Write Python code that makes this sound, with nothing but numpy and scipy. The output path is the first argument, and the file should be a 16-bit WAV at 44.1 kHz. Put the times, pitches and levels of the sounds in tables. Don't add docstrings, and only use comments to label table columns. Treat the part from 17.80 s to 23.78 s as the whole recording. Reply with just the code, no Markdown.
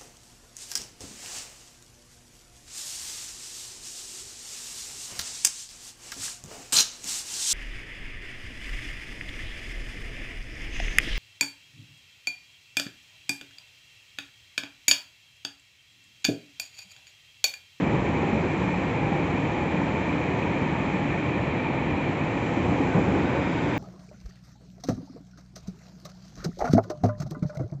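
import sys
import numpy as np
from scipy import signal
from scipy.fft import rfft, irfft, next_fast_len
from scipy.io import wavfile
from scipy.ndimage import uniform_filter1d

SR = 44100
rng = np.random.default_rng(int(sys.argv[2]) if len(sys.argv) > 2 else 0)


def invert_db(level):
    return 10 ** (np.asarray(level, dtype=float) / 20)


def generate_wav(sig):
    pcm = np.round(np.clip(np.atleast_2d(sig).T, -1, 1) * 32767).astype(np.int16)
    wavfile.write(sys.argv[1], SR, pcm)


N = 263718
T = np.arange(N) / SR

# t/s, excess level/dB
TRACK = [(0, 3), (.2, 3), (.6, 2), (.9, 0), (1.3, 1.5), (2.1, .5), (2.5, 1), (3.5, -0.5), (4.1, 0.5),
         (4.5, 0), (4.7, 0.5), (4.9, 1), (5.07, 2), (5.3, 4), (5.5, 3), (5.7, 1.5), (5.98, 1)]


def rms_one(x):
    return x / np.sqrt(np.mean(x ** 2) + 1e-20)


def in_time(rows):
    inertia_s = 0.13
    s, *columns = np.transpose(rows)
    return [uniform_filter1d(np.interp(T, s, column), round(inertia_s * SR)) for column in columns]


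def ramp(start_s, rise_s):
    return np.sin(np.pi / 2 * np.clip((T - start_s) / rise_s, 0, 1)) ** 2


def coloured(spectrum, modes):
    size = next_fast_len(N)
    hz = np.arange(1, size // 2 + 2) * SR / size
    power = np.zeros(len(hz))
    if len(spectrum):
        points_hz, points_db = np.transpose(spectrum)
        colour_db = np.interp(np.log(hz), np.log(points_hz), points_db, left=-150, right=-150)
        power += invert_db(colour_db) ** 2
    for centre_hz, width_hz, db in modes:
        power += invert_db(db) ** 2 / (1 + ((hz - centre_hz) / width_hz) ** 2 * 2) ** 2
    white = rfft(rng.standard_normal(size))
    return rms_one(irfft(white * np.sqrt(power), size)[:N])


def slow_noise(rate_hz):
    lowpass = signal.butter(2, rate_hz, fs=SR, output="sos")
    return rms_one(signal.sosfilt(lowpass, rng.standard_normal(N + SR))[SR:])


def flicker(db, rate_hz):
    return invert_db(db * slow_noise(rate_hz))


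def steadied(x):
    window, share = round(0.084 * SR), 0.53
    power = uniform_filter1d(uniform_filter1d(x ** 2, window), window)
    return rms_one(x / np.maximum(power, 1e-3) ** (share / 2))


def moving_band(pitch_hz, centre_hz, half_width_hz):
    phase = 2 * np.pi * np.cumsum(pitch_hz) / SR
    wobble = [coloured([], [(centre_hz, half_width_hz, 0)]) for part in range(2)]
    return wobble[0] * np.sin(phase) + wobble[1] * np.cos(phase)


def rolling():
    # f/Hz, level per Hz/dB
    floor_colour = [(90, -31.5), (125, -11), (150, -5.5), (200, -13), (228, -19), (280, -28.5)]
    panel_colour = [(170, -41), (220, -13.5), (260, -4.5), (400, -10), (520, -10), (620, -18.5), (800, -31)]
    rail_colour = [(450, -29), (600, -6.5), (780, -7), (1000, -8), (1250, -13), (1600, -20.5),
                   (2200, -33.5)]
    # f/Hz, width/Hz, level per Hz/dB
    floor_modes = [(168, 62, -11), (190, 4, -7), (210, 25, -10.5)]
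    panel_modes = [(268, 36, -5.5), (292, 37, -7), (331.5, 29, -6), (374.4, 12, -7), (486, 35, -14.5),
                   (569, 31, -13.5)]
    rail_modes = [(699, 12, -5), (734, 25, -7), (820, 18, -2.5), (880, 27, -4), (931, 72, -6),
                  (998, 27, -10), (1080, 23, -11)]
    track_db, = in_time(TRACK)
    floor = invert_db(-31 + 0.46 * track_db) * steadied(coloured(floor_colour, floor_modes))
    panels = invert_db(-30 + 0.97 * track_db) * steadied(coloured(panel_colour, panel_modes))
    rail = invert_db(-34.5 + 0.43 * track_db) * coloured(rail_colour, rail_modes) * flicker(0.32, 3.0)
    return floor + panels + rail


def wheels():
    # f/Hz, level per Hz/dB
    roar_colour = [(1100, -13.5), (1450, -14), (2000, -8.5), (2600, -13.5), (2900, -17.5), (3500, -22.5),
                   (4400, -32), (6000, -57)]
    # f/Hz, width/Hz, level per Hz/dB
    roar_modes = [(1815, 150, -8), (3104, 160, -19), (4020, 300, -26.5)]
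    main_mode = [(2240, 150, 1), (2386, 150, 2.5), (2513, 82, -1)]
    growth_db_per_s, lean_damping_db = 0.25, 2.5
    lean = ramp(4.3, 0.6)
    mode_db = -41 + growth_db_per_s * T - lean_damping_db * lean
    roar = invert_db(-38.5) * coloured(roar_colour, roar_modes)
    return roar + invert_db(mode_db) * coloured([], main_mode) * flicker(0.36, 29)


def underframe():
    # f/Hz, level per Hz/dB
    boom_colour = [(40, -28), (60, -4.5), (80, 0.5), (110, 3), (130, -2), (160, -20.5)]
    # t/s, added level/dB
    sways = [(.24, 8), (.87, 4), (1.17, 3), (1.68, 8), (3.3, 9), (5.17, 7), (5.8, 6), (1.92, -5), (4.3, -4),
             (4.46, -5), (3.65, 15), (3.8, 2), (4.13, 9), (4.9, 10.5), (5.3, 2)]
    sway_s = 0.053
    track_db, = in_time(TRACK)
    sway_db = sum(db * np.exp(-((T - s) / sway_s) ** 2) for s, db in sways)
    heave = invert_db(-52.5 + 0.1 * track_db + sway_db) * coloured([], [(49.7, 17, 0)])
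    boom = invert_db(-36.5 + 0.89 * track_db + 0.53 * sway_db) * steadied(coloured(boom_colour, []))
    return heave + boom


def wheel_beat():
    turn_hz, wear_db, high_spot_s = 7.3, 0.2, 0.013
    return invert_db(wear_db * np.cos(2 * np.pi * turn_hz * (T - high_spot_s)))


def thumps(blows):
    rise_s, t60_s = 0.005, 0.061
    out, t = np.zeros(N), np.arange(SR // 4) / SR
    rattle_band = signal.butter(4, [300, 950], "band", fs=SR, output="sos")
    rattles = signal.sosfilt(rattle_band, rng.standard_normal((len(blows), len(t))))
    swell = (1 - np.exp(-t / rise_s)) * invert_db(-60 * t / t60_s)
    for (s, db, hz), rattle in zip(blows, rattles):
        blow = invert_db(db - 2.5) * swell * (np.sin(2 * np.pi * hz * t) + invert_db(2.0) * rattle)
        at = round(s * SR)
        out[at:at + len(t)] += blow[:N - at]
    return out


def rail_blows():
    # t/s, peak level/dB, floor pitch f/Hz
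    joints = [(0.018, -12, 169), (0.141, -7.5, 153), (0.933, -23, 181), (1.319, -9.5, 180),
              (2.294, -19, 299), (2.765, -14, 328), (2.823, -8, 179.7), (3.138, -14, 189),
              (3.479, -10.5, 128), (3.599, -15, 128.5), (3.901, -11.5, 183), (4.767, -10, 300.6),
              (4.891, -9, 147), (4.919, -8.5, 220), (5.002, -6.5, 283), (5.144, -9, 148), (5.175, -1, 191),
              (5.21, -10, 337), (5.277, -7, 197), (5.317, -9, 286), (5.359, -7.5, 314), (5.444, -13, 241)]
    more_joints = [(.066, -14, 170), (.187, -7.5, 165), (.224, -20, 150), (1.398, -14, 374),
                   (1.542, -16, 153), (1.587, -20, 175), (1.802, -19, 307), (1.935, -8, 172),
                   (2.504, -16, 342), (2.65, -16, 170), (2.697, -18, 183), (2.884, -18, 350),
                   (2.922, -11, 167), (3.095, -12.5, 288), (3.194, -15, 170), (3.98, -21, 183),
                   (4.284, -12, 161), (4.369, -23, 188), (4.855, -9, 120), (5.152, -5, 167),
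                   (5.163, -14, 418), (5.182, -15, 527), (5.262, -16, 140)]
    return thumps(joints) + thumps(more_joints)


def ripples():
    # middle t/s, length/s, f/Hz, rms level/dB
    stretches = [(.25, 0.5, 166, -37), (.45, 0.26, 820, -39.5), (.5, .3, 213.8, -33), (.55, 0.39, 375, -39),
                 (.9, .4, 181, -33), (.9, 0.34, 876, -41.5), (1.3, 0.38, 820, -39), (1.4, 0.48, 170, -38),
                 (1.55, 0.32, 262, -35), (1.8, 0.43, 814, -39.5), (1.85, 0.34, 847, -42),
                 (1.9, .5, 168, -36.5), (1.9, 0.48, 304, -38.5), (2.1, 0.38, 151, -34.5),
                 (2.1, 0.44, 890, -42), (2.3, 0.52, 297, -40), (2.65, 0.37, 972, -43.5),
                 (2.85, 0.51, 144, -36), (3.1, .45, 190, -38), (3.15, .4, 820, -43),
                 (3.35, 0.69, 300.3, -35.5), (3.9, 0.41, 890, -43), (4.0, .4, 184.3, -37.5),
                 (4.1, 0.39, 802, -41), (4.15, .35, 291, -40), (4.55, 0.53, 152.1, -38.5),
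                 (4.95, 0.49, 820, -41.5), (5.0, .6, 710, -42.5), (5.0, .3, 292, -33.5),
                 (5.33, .25, 300, -31.5), (4.65, .2, 301.4, -37), (2.9, .15, 351, -37), (4.9, .2, 500, -36),
                 (5.58, 0.193, 550, -36.5), (5.17, 0.095, 797, -42), (5.18, .1, 586, -45),
                 (5.21, .12, 332, -31), (4.84, .15, 344.6, -32.5), (5.3, 0.25, 877, -51),
                 (5.35, 0.44, 820, -46), (5.85, .3, 278.2, -36.5), (1.75, .25, 290, -37)]
    pitch_share = 0.0209
    out = np.zeros(N)
    wander = slow_noise(9)
    broken = rms_one(flicker(2.5, 21))
    for k, (s, length_s, hz, db) in enumerate(stretches):
        start = max(round((s - length_s / 2) * SR), 0)
        stop = min(round((s + length_s / 2) * SR), N)
        at = np.arange(start, stop)
        swell = np.cos(np.pi * (at / SR - s) / length_s) * np.roll(broken, k * SR // 5)[at]
        pitch_hz = hz * (1 + pitch_share * np.roll(wander, k * SR // 3)[at])
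        out[at] += invert_db(db + 4.5) * swell * np.sin(2 * np.pi * np.cumsum(pitch_hz) / SR)
    return out


def wheel_song():
    # t/s, centre f/Hz, level/dB
    drift = [(0, 2330, -50), (.5, 2336, -47), (1.0, 2400, -51), (1.3, 2345, -46.5), (1.8, 2394, -46.5),
             (2.3, 2360, -52), (2.8, 2415, -49), (3.3, 2423, -48.5), (3.7, 2345, -48), (4.2, 2390, -48),
             (4.7, 2353, -53), (5.1, 2370, -61), (5.98, 2370, -61.5)]
    width_hz = 98
    centre_hz, db = in_time(drift)
    return invert_db(db) * moving_band(centre_hz, 0.9, width_hz / 2) * flicker(2.8, 12.0)


def flange():
    # f/Hz, width/Hz, level per Hz/dB
    low_modes = [(1515, 130, 3), (1500, 60, -12)]
    middle_modes = [(3370, 160, -2), (3670, 220, 0), (4600, 250, -15.5), (5170, 90, -9)]
    # t/s, rise/s, full level/dB
    rubbing = [
        (4.98, 0.14, -45),
        (5.098, 0.5, -54),
        (5.15, 0.35, -65.5),
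    ]
    high_hz, sag_hz, high_width_hz = 4950, 90, 150
    low_gain, middle_gain, high_gain = [invert_db(db) * ramp(s, rise_s) for s, rise_s, db in rubbing]
    high_start_s, high_rise_s, _ = rubbing[-1]
    pitch_hz = high_hz - sag_hz * ramp(high_start_s, high_rise_s)
    high = moving_band(pitch_hz, 0.88, high_width_hz / 2)
    low, middle = coloured([], low_modes), coloured([], middle_modes)
    return low_gain * low + middle_gain * middle + high_gain * high


def door_seals():
    # f/Hz, level per Hz/dB
    air_colour = [(3500, -30), (4600, -2), (5500, -1), (7300, 2), (7700, -1.5), (8000, -15.5), (8400, -24),
                  (8620, -54)]
    # f/Hz, width/Hz, level per Hz/dB
    air_modes = [(5920, 110, -1)]
    # t/s, hiss level/dB
    draught = [(0, -60), (1.0, -59.5), (1.25, -61.5), (1.6, -60.5), (3.3, -61), (3.85, -64), (4.3, -62.5),
               (4.7, -59), (5.35, -58), (5.47, -60.5), (5.65, -60), (5.98, -58)]
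    hiss_db, = in_time(draught)
    return invert_db(hiss_db + 1.5) * coloured(air_colour, air_modes) * flicker(0.36, 14)


def scene():
    running = wheel_beat() * (rolling() + wheels() + underframe())
    track_events = rail_blows() + ripples()
    return (running + track_events + wheel_song() + flange() + door_seals())[None]


def top_cut(x):
    return signal.sosfilt(signal.butter(12, 8930, fs=SR, output="sos"), x)


def record(dry):
    bass_cut = signal.butter(4, 38, "high", fs=SR, output="sos")
    top_edge = signal.ellip(10, 0.5, 25, 8520, fs=SR, output="sos")
    x = signal.sosfilt(bass_cut, dry)
    x = signal.sosfilt(top_edge, x)
    return top_cut(x)


dry = scene()
out = record(dry)
generate_wav(out)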